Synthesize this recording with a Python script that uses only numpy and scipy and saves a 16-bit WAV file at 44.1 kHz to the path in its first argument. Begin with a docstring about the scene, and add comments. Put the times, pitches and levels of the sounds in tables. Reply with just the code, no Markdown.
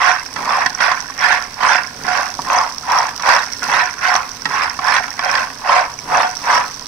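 """Peanuts dry-roasting in a frying pan in a small kitchen, with a stereo microphone close by.
From the start the burner rumbles below, a metal spatula sweeps through the nuts and hot skins crackle.
With each sweep, two or three a second, the nuts tumble, the blade scrapes and the pan rings under them.
Soon there is a sharp click, a loose nut drops on bare metal, the blade knocks and the pan shifts
on its stand; all of these come back irregularly as the stirring goes on."""
import sys
import numpy as np
from scipy import signal
from scipy.fft import rfft, irfft
from scipy.io import wavfile
from scipy.ndimage import uniform_filter1d

SR = 44100
rng = np.random.default_rng(int(sys.argv[2]) if len(sys.argv) > 2 else 0)


def transcribe(signal):
    """Save signal, clipped to [-1, 1], as a 16-bit WAV file at the path in sys.argv[1]."""
    frames = np.atleast_2d(signal).T
    limited = np.clip(frames, -1, 1)
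    pcm = np.round(limited * 32767).astype(np.int16)
    wavfile.write(sys.argv[1], SR, pcm)


N = 303136


def from_db(db):
    """Decibels to gain."""
    return 10 ** (np.asarray(db) / 20)


def rms_one(x):
    """Scale a stereo pair so that its centre has rms 1."""
    return x / np.sqrt(np.mean(x.mean(0) ** 2) + 1e-20)


def smooth(x, span_s):
    """A moving average, taken twice."""
    for _ in range(2):
        x = uniform_filter1d(x, int(span_s * SR) + 1)
    return x


def steady(x, even_s):
    """Hold the centre at rms 1 over spans longer than a single contact."""
    return x / np.sqrt(np.abs(smooth(x.mean(0) ** 2, even_s)) + 1e-20)


def in_time(rows):
    """A curve of (seconds, value) points at every sample."""
    return np.interp(np.arange(N) / SR, *np.transpose(rows))


def at_hz(points, hz):
    """Read a spectrum on a log-frequency axis."""
    f, value = np.transpose(points)
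    return np.interp(np.log(np.maximum(hz, 1)), np.log(f), value)


def convolve(x, response):
    """Filter both sides, keeping the length."""
    return signal.oaconvolve(x, np.atleast_2d(response), axes=1)[:, :N]


def causal(spectrum, size=4096):
    """The minimum-phase impulse response of a spectrum: nothing sounds early."""
    hz = np.arange(size // 2 + 1) * SR / size
    cepstrum = irfft(np.log(from_db(at_hz(spectrum, hz))))
    cepstrum[1:size // 2] *= 2
    cepstrum[size // 2 + 1:] = 0
    return irfft(np.exp(rfft(cepstrum)))


def resonate(x, hz, width_hz):
    """A resonance with gain 1 on top."""
    r = np.exp(-np.pi * width_hz / SR)
    feedback = [1, -2 * r * np.cos(2 * np.pi * hz / SR), r * r]
    return signal.lfilter(np.array([1, 0, -1]) * (1 - r * r) / 2, feedback, x)


def at_random(per_s):
    """Moments in seconds, coming at a rate that may change."""
    return np.flatnonzero(rng.random(N) < per_s / SR) / SR


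def contacts(per_s, spread_db, even_s):
    """Samples and sizes of random contacts, many small and a few large, their slow level evened out."""
    at = np.flatnonzero(rng.random(N) < per_s / SR)
    sizes = from_db(spread_db * np.minimum(rng.exponential(1, N), 4.5))[at]
    energy = smooth(np.bincount(at, sizes ** 2, N), even_s)
    return at, sizes / np.sqrt(energy[at])


def swells(starts, rises_s, lengths, peaks_db, settle_s, rest_db):
    """Level in dB of movements that rise, hold and settle; rise and settling times span 20 dB."""
    t, power = np.arange(N) / SR, from_db(rest_db) ** 2 * np.ones(N)
    for s, rise_s, length, db in np.broadcast(starts, rises_s, lengths, peaks_db):
        near = slice(max(int((s - 2 * rise_s) * SR), 0), int((s + length + 2 * settle_s) * SR))
        away = np.maximum(s - t[near], 0) / rise_s + np.maximum(t[near] - s - length, 0) / settle_s
        power[near] += from_db(db - 20 * away ** 1.35) ** 2  # round at the top, steep at the feet
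    return 10 * np.log10(power)


# How alike the microphone's two sides are. Each row: frequency in Hz, likeness from 0 to 1.
STEREO_LIKENESS = [(100, .93), (400, 1), (600, 0.65), (800, 0), (1050, 1), (1500, 0), (2000, 0.52),
                   (3000, 0), (8000, 0.06)]
SIDES = np.array([[1], [-1]])  # left, right


def two_sides(draws, hz):
    """Mix two unrelated draws into left and right, as alike as they are at this pitch."""
    alike = np.clip(at_hz(STEREO_LIKENESS, hz), 0, 1)
    return np.sqrt(1 + alike) * draws[0] + np.sqrt(1 - alike) * draws[1] * SIDES


def low_noise(spectrum):
    """Stereo noise of a given colour, alike on both sides in the bass; rms 1."""
    bins = two_sides(rfft(rng.standard_normal((2, N))), np.arange(N // 2 + 1) * SR / N)
    return rms_one(convolve(irfft(bins, N), causal(spectrum)))


def strike(at, sizes, width_share, pitched_db, count=44):
    """Every contact rings many short modes and favours a chance few."""
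    out, clicks = np.zeros((2, N)), 1e-12 * rng.standard_normal((2, N))
    for hz in np.geomspace(300, 15000, count):
        favour = from_db(pitched_db * np.clip(rng.standard_normal(len(at)), -2, 2))
        clicks[:, at] = sizes * favour * two_sides(rng.standard_normal((2, len(at))), hz)
        out += resonate(clicks, hz, width_share * hz)
    return out


def pings(times, peaks, pitches, t60):
    """One dying sine for each touch, reaching the two sides in different phase."""
    out, t = np.zeros((2, N + SR)), np.arange(int(t60 * SR)) / SR
    dying = from_db(-60 * t / t60)
    apart = (1 - at_hz(STEREO_LIKENESS, pitches)) * rng.uniform(-1.1, 1, len(times))
    for i, peak, hz, phase in zip((times * SR).astype(int), peaks, pitches, apart):
        attack = 1 - np.exp(-2 * hz * t)
        out[:, i:i + len(t)] += peak * attack * dying * np.sin(2 * np.pi * hz * t + phase * SIDES)
    return out[:, :N]


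# The burner and the stand, just below the pan. Each row: frequency in Hz, level in dB.
BURNER_SPECTRUM = [(20, -6), (55, -5), (100, -3.5), (200, -9.5), (265, -1), (330, -14.5), (700, -8),
                   (2000, -11), (6000, -21.5)]
STAND_SPECTRUM = [(40, -9), (110, -16.5), (150, 0.5), (190, -7.5), (262, 1), (320, -6.5), (450, 0.5),
                  (800, -15), (2000, -21)]
# Shoves of the pan on its stand. Each row: time in seconds, level in dB.
PAN_SHOVES = [(0.41, -34.5), (2.02, -34.5), (2.42, -36), (3.66, -34), (4.5, -37.5), (6.1, -33.5),
              (6.53, -37)]


def rumbling():
    """The burner runs steadily; the pan grumbles on its stand when shoved."""
    s, shove_db = np.transpose(PAN_SHOVES)
    stand_db = swells(s, rises_s=.11, lengths=.01, peaks_db=shove_db, settle_s=.21, rest_db=-46)
    return from_db(-40) * low_noise(BURNER_SPECTRUM) + from_db(stand_db) * low_noise(STAND_SPECTRUM)


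# The blade's sweeps, close to the microphone. Each row: start of full speed, rise and length in seconds;
# tumbling, brightness, brightening during the sweep, crackle of rubbed skins, the pan's low ring,
# its deep hollow tone and left over right, all in relative dB; lower and upper resonance in Hz.
BLADE_SWEEPS = [(0.011, 0.08, 0.078, -15, -1.0, 4.0, -36.0, 3.7, -28.0, -6.0, 1050.0, 1500.0),
                (0.372, 0.022, 0.02, -26.0, -3, -1.0, -31.5, -9.3, -15.0, -5.0, 1000.0, 1600.0),
                (0.492, 0.08, 0.1, -18, -4.5, 3.0, -36.0, -9.3, -21.0, -3.0, 1040.0, 1870.0),
                (0.812, 0.04, 0.088, -18.3, 0.7, -4.0, -32.0, -3.3, -27.0, -6, 1010.0, 1480.0),
                (1.232, 0.06, 0.1, -18.8, 2, 0.0, -30.0, 3.7, -22.0, -6.0, 1120.0, 1736.0),
                (1.645, 0.07, 0.076, -14.5, -1.2, 6.0, -32.0, -2.3, -23.0, -6.0, 1014.0, 1390.0),
                (2.09, 0.07, 0.11, -20.0, -1.2, -1.0, -29.5, 2.7, -23.0, -5.0, 790.0, 1446.0),
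                (2.523, 0.08, 0.063, -14.7, -6.5, -1.0, -33.0, 0.7, -17.0, -3, 960.0, 1040.0),
                (2.926, 0.08, 0.068, -14.2, -6.5, 0.0, -28.0, -5.3, -25.0, -2.0, 880.0, 996.0),
                (3.287, 0.08, 0.043, -13.5, -1.5, 1.0, -26.0, -5.3, -13.0, -5.0, 965.0, 1290.0),
                (3.632, 0.022, 0.015, -27.0, 1.5, -3.0, -27.0, 1.7, -22.0, -4.0, 1000.0, 1400.0),
                (3.73, 0.08, 0.063, -16.0, -0.5, 2.0, -40.0, -2.3, -18.0, -4.0, 982.0, 1840.0),
                (4.069, 0.08, 0.07, -16.5, -1.1, -5.0, -28.5, 1.7, -25.0, -4.0, 1085.0, 1424.0),
                (4.537, 0.08, 0.096, -20, -2, 2.0, -37.0, -3.3, -25.0, -5.0, 1070.0, 1300.0),
                (4.874, 0.08, 0.071, -17, -1.5, 3.0, -30.0, -2.3, -26.0, -5.0, 1018.0, 1755.0),
                (5.272, 0.11, 0.124, -20.5, -0.3, 1.0, -31.0, 0.7, -13.0, -4, 1087.0, 1520.0),
                (5.707, 0.08, 0.056, -12.5, -5.5, 2.0, -45.0, 0.7, -14.0, -3.5, 936.0, 1320.0),
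                (6.147, 0.08, 0.059, -14.5, -5.0, 2.0, -37.0, 2.7, -13.0, -2.0, 930.0, 1460.0),
                (6.509, 0.08, 0.044, -13.0, -4, 0.0, -32.0, -2.3, -15.0, -2.0, 970.0, 1290.0)]
MEAN_TUMBLE_DB = -18


def stirring():
    """The blade pushes through the heap, each sweep with its own force, colour and place."""
    s, rise_s, length, tumble_db, tone_db, brightening_db = np.transpose(BLADE_SWEEPS)[:6]
    ring_db, depth_db, place_db = map(per_sweep, np.transpose(BLADE_SWEEPS)[7:10])
    # a few nuts still roll in the pauses
    level_db = swells(s, rise_s, length, tumble_db, settle_s=.135, rest_db=-42.5)
    surges = smooth(rng.standard_normal(N), span_s=.04)  # the heap gives way unevenly
    level_db += .4 * surges / surges.std()
    dulling_db = .04 * (level_db - MEAN_TUMBLE_DB)  # a heavy push loads the pan
    bright_db = per_sweep(tone_db, brightening_db) - dulling_db
    stirred = tumbling(level_db, bright_db, ring_db, depth_db) + scraping(level_db, bright_db)
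    lean = from_db(.5 * (place_db - place_db.mean()) * SIDES)
    return lean * (stirred + knocking())


def per_sweep(values, change=0):
    """A control that holds or drifts during each sweep and glides to the next in the pause."""
    s, _, length, *_ = np.transpose(BLADE_SWEEPS)
    return in_time(sorted(zip(np.r_[s, s + length], np.r_[values - change / 2, values + change / 2])))


def sweep_resonance(x, pitches, width_hz):
    """A resonance that takes a new pitch with each sweep, changing in the pauses."""
    s, _, length, *_ = np.transpose(BLADE_SWEEPS)
    pauses_s = (s[1:] + (s + length)[:-1]) / 2
    parts = np.split(x, (pauses_s * SR).astype(int), axis=1)
    return np.hstack([resonate(part, hz, width_hz) for part, hz in zip(parts, pitches)])


# Rattling nuts at close range. Each row: frequency in Hz, level in dB.
TUMBLE_SPECTRUM = [(200, -48), (350, -27.5), (500, -18), (700, -13), (1000, -0.5), (1400, 7.5), (1900, -1),
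                   (2500, -7.5), (3200, -22.5), (4500, -23.5), (6000, -33.5), (9000, -35), (15000, -42)]


def tumbling(level_db, bright_db, ring_db, depth_db):
    """Nuts hit each other and the pan; a harder sweep makes more contacts and louder ones."""
    start_s, _, length, *_, lower_hz, upper_hz = np.transpose(BLADE_SWEEPS)
    force_db = level_db - MEAN_TUMBLE_DB
    hits = contacts(per_s=1100 * from_db(.5 * force_db), spread_db=3.5, even_s=.13)
    rattle = convolve(strike(*hits, width_share=.05, pitched_db=4), causal(TUMBLE_SPECTRUM))
    rattle = steady(rattle, even_s=.1)
    # nuts that land squarely on bare metal give a short hollow note near the sweep's resonances
    s = at_random(170 * from_db(.3 * force_db))
    lower_at, upper_at = (np.interp(s, start_s + length / 2, hz) for hz in (lower_hz, upper_hz))
    near_hz = np.where(rng.random(len(s)) < .55, lower_at, upper_at)
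    peaks = from_db(rng.normal(0, 4.6, len(s)))
    notes = pings(s, peaks, near_hz * 2 ** rng.uniform(-.49, .465, len(s)), t60=.023)
    nuts = pan_rings(rattle + notes, ring_db)
    nuts = (nuts + from_db(-2.5) * sweep_resonance(nuts, lower_hz, width_hz=45)
            + from_db(-4) * sweep_resonance(nuts, upper_hz, width_hz=53))
    crossover = (signal.butter(3, 1250, kind, fs=SR, output="sos") for kind in ("low", "high"))
    body, clatter = (signal.sosfilt(np.vstack([sos, sos]), nuts) for sos in crossover)
    # the duller the sweep, the more the hollow of the pan sounds
    body = body + from_db(13.5 - np.maximum(bright_db, -9)) * resonate(body, hz=827, width_hz=850)
    deep = resonate(resonate(rattle, hz=520, width_hz=220), hz=520, width_hz=220)
    lows = from_db(3.5) * steady(body, even_s=.021) + from_db(depth_db) * steady(deep, even_s=.055)
    return from_db(level_db) * (lows + from_db(bright_db + 3) * steady(clatter, even_s=.048))


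# The pan's long rings. Each row: frequency in Hz, gain in dB, time to fall 60 dB in seconds.
PAN_RESONANCES = [(260.6, 11, 0.68), (582, -4, 0.23), (689, 4, 0.5), (730.2, 13, .3), (927, -15, 0.26),
                  (1468, -16, 0.16), (1846, -2.5, 0.33), (2664, 2.5, 0.055), (3305, 11, 0.063)]


def pan_rings(x, low_db):
    """Contacts set the pan ringing; its low modes depend on how the blade bears on it."""
    low = x * from_db(low_db)
    return x + sum(from_db(db) * resonate(low if hz < 800 else x, hz, np.log(1000) / (np.pi * t60))
                   for hz, db, t60 in PAN_RESONANCES)


# Metal dragged over metal, close up. Each row: frequency in Hz, level in dB.
SCRAPE_SPECTRUM = [(2200, -9.5), (3300, 2), (4300, -2.5), (5200, -1.5), (6200, -3), (8000, -9.5),
                   (11000, -13)]


def scraping(level_db, bright_db):
    """The blade drags over the pan in slips, each ringing briefly at a high pitch of its own."""
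    s = at_random(650 * from_db(.5 * (level_db - MEAN_TUMBLE_DB)))
    pitches = 2300 * 2 ** rng.uniform(0, 2.1, len(s))
    slips = pings(s, from_db(rng.normal(0, 4.6, len(s))), pitches, t60=.075)
    return from_db(1.26 * level_db + bright_db - 10) * convolve(slips, causal(SCRAPE_SPECTRUM))


# Hot skins across the pan. Each row: frequency in Hz, level in dB.
CRACKLE_SPECTRUM = [(1000, -20), (3000, -1), (4500, 2.5), (5700, 4.5), (8000, -5), (11000, -8),
                    (15000, 2.5)]
# Their crackle from heat alone. Each row: time in seconds, relative level in dB.
HEAT_CRACKLE = [(0.0, -33.5), (2.1, -35.5), (2.2, -30.5), (3.67, -30), (3.88, -34), (5.05, -32.5),
                (5.97, -37), (6.35, -29), (6.87, -32)]


def crackling():
    """Dry skins tick over a fine sizzle, and tick louder as each sweep rubs them."""
    s, rise_s, length, _, _, _, rubbed_db, *_ = np.transpose(BLADE_SWEEPS)
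    level_db = swells(s, rise_s, length, rubbed_db, settle_s=.17, rest_db=in_time(HEAT_CRACKLE))
    colour = causal(CRACKLE_SPECTRUM)
    ticks = strike(*contacts(per_s=420, spread_db=4, even_s=.087), width_share=.045, pitched_db=.5)
    sizzle = rms_one(convolve(rng.standard_normal((2, N)), colour))
    return from_db(level_db - 7) * steady(convolve(ticks, colour), even_s=.24) + from_db(-44.5) * sizzle


# Sharp bright clicks during and between the sweeps. Each row: start in seconds, relative level in dB.
SHARP_CLICKS = [(0.0625, -10), (0.2633, -15), (0.7492, -4.5), (1.0045, -9), (1.1915, -8), (1.7664, -8),
                (2.586, -3.5), (2.987, 0), (3.5338, -8), (3.8584, -9), (4.1629, -1.5), (4.3157, -11.5),
                (4.6978, -7.5), (4.996, -14), (5.314, -5), (5.3532, -10), (5.9893, -11.5), (6.1719, -6),
                (6.3693, -7.5), (6.5816, -8)]
# Their tick at close range. 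Each row: frequency in Hz, level in dB.
CLICK_SPECTRUM = [(1000, -16), (3000, -9), (4500, 0), (5700, 2), (8000, -3), (15000, -14)]


def clicking():
    """A sharp click: a tiny bright ping with a dry tick. Smaller clicks come at random."""
    small_clicks = [(s, -16.5) for s in at_random(per_s=6)]
    s, level_db = np.vstack([SHARP_CLICKS, small_clicks]).T
    tick = strike((s * SR).astype(int), from_db(level_db - 3), width_share=.08, pitched_db=4, count=24)
    ping = pings(s, from_db(level_db - 7.5), rng.uniform(5120, 5940, len(s)), t60=.0099)
    return convolve(tick, causal(CLICK_SPECTRUM)) + ping


# Loose nuts falling back. Each row: start in seconds, relative level in dB, pitch in Hz.
NUT_DROPS = [(0.259, -18, 1500), (0.748, -20, 1080), (1.035, -18, 1020), (1.852, -24, 1450),
             (2.834, -18, 1330), (3.532, -21, 2090), (3.625, -10, 1440), (3.972, -20, 1080),
             (4.315, -24, 1450), (5.037, -15, 2260), (5.115, -17, 1840), (5.989, -18, 2290),
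             (6.023, -28, 1170), (6.366, -24, 1360), (6.818, -18, 988)]
# The pan struck by a nut or the blade, close up. Each row: frequency in Hz, level in dB.
STRUCK_PAN_SPECTRUM = [(200, -44), (500, -19), (1000, 8), (1900, 7), (2800, -4.5), (4500, -3), (7000, -13),
                       (15000, -46)]


def dropping():
    """Single nuts land on bare metal: a short note and a dry tap."""
    s, level_db, hz = np.transpose(NUT_DROPS)
    tap = strike((s * SR).astype(int), from_db(level_db), width_share=.25, pitched_db=1, count=10)
    return pings(s, from_db(level_db - 1), hz, t60=.02) + convolve(tap, causal(STRUCK_PAN_SPECTRUM))


# The blade meets the pan, near the microphone. Each row: start in seconds, relative level in dB,
# main ring in Hz, relative thud in dB, hardness (higher gives more clank).
BLADE_KNOCKS = [(0.361, -17, 993, -31, -7), (0.559, -13, 1050, -51, -31), (0.661, -1.5, 1866, -31, -17.5),
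                (0.806, -7, 1420, -35, -18), (0.917, -4, 1080, -44, -25), (1.1, -18, 1090, -44, -24),
                (1.326, -2, 1790, -40, -30), (1.632, -3.5, 999, -37, -23), (2.391, -6, 950, -26, -38),
                (2.899, -13, 890, -48, -18), (3.085, -14.5, 1700, -38, -19), (3.196, -17.5, 1170, -43, -12),
                (3.289, 0, 1157, -43, -23.5), (3.363, -1.5, 950, -45, -23), (4.152, -4.5, 735, -43, -11),
                (4.455, -6, 1880, -27, -11), (4.79, -10.5, 1100, -36, -16), (4.94, -7, 1860, -44, -29),
                (4.964, -2.5, 1820, -48, -19), (5.08, -14.5, 1320, -53, -17), (5.192, -9, 1007, -38, -12.5),
                (5.352, -8.5, 1870, -51, -10), (5.697, -3, 1046, -39, -40)]


def knocking():
    """The blade lands with a clunk and thumps the pan on its stand; a hard landing adds a clank."""
    s, level_db, ring_hz, thud_db, hardness = np.transpose(BLADE_KNOCKS)
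    touches = np.arange(3)  # the blade chatters for a few milliseconds
    late_s = .0016 * touches * rng.uniform(.61, 1.3, (len(s), len(touches)))
    at = ((s[:, None] + late_s) * SR).astype(int).ravel()
    sizes = from_db((level_db + .64 * hardness)[:, None] - .83 * touches).ravel()
    chatter = strike(at, sizes, width_share=.034, pitched_db=1.5, count=30)
    clank = from_db(27) * convolve(chatter, causal(STRUCK_PAN_SPECTRUM))
    clunk = pings(s, from_db(level_db - .5), ring_hz, t60=.034)
    bounce = pings(s + .009, from_db(level_db - 12), ring_hz, t60=.028)
    hollow = sum(pings(s, from_db(level_db - 10), hz * rng.uniform(.914, 1.042, len(s)), t60=.052)
                 for hz in (800, 1100))
    pushes = np.bincount((s * SR).astype(int), from_db(thud_db), N) + 1e-12 * rng.standard_normal(N)
    thud = resonate(pushes, hz=264, width_hz=14) - .5 * resonate(pushes, hz=154, width_hz=19)
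    ringing = pan_rings(clank + hollow, low_db=-9)  # the blade stays down and stills the low modes
    return ringing + clunk + bounce + from_db(52) * thud


def kitchen(x, t60=.11):
    """Reflections from near walls: a short diffuse tail, duller than the direct sound."""
    t = np.arange(int(.5 * SR)) / SR
    tail = rng.standard_normal((2, len(t))) * from_db(-60 * t / t60) * (t > .004)
    tail /= np.sqrt(np.sum(tail ** 2, axis=1, keepdims=True))
    return convolve(x, signal.sosfilt(signal.butter(1, 6000, fs=SR, output="sos"), tail))


def scene():
    """The stirred pan up close, the kitchen around it and the stove below."""
    pan = stirring() + crackling() + clicking() + dropping()
    return pan + from_db(-12) * kitchen(pan) + rumbling()


# The microphone's two ports, each with its resonance and notch. Each row: frequency in Hz, gain in dB.
LEFT_MIC_PORT = [(200, 0), (520, -5), (760, -6), (1080, -1.5), (1320, -3), (1900, -8), (3200, -2.5),
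                 (4200, -1), (5600, -13), (6400, -16), (7000, -2.5), (8000, 3.5), (12000, -4.5),
                 (15000, -24)]
RIGHT_MIC_PORT = [(200, 1), (1000, 0), (1500, 2.5), (3000, 0), (3700, -1), (4500, 5.5), (5300, 12),
                  (6050, 11), (7000, -8), (9500, -22.5), (13000, -9), (15000, -12)]


def record(dry):
    """The ports colour each side, the loudest hits are rounded off by overload, the top is cut."""
    heard = convolve(dry, [causal(LEFT_MIC_PORT), causal(RIGHT_MIC_PORT)])
    heard = heard / (1 + heard ** 8) ** (1 / 8)
    return signal.sosfilt(signal.ellip(10, .1, 70, 15700, fs=SR, output="sos"), heard)


dry = scene()
out = record(dry)
transcribe(out)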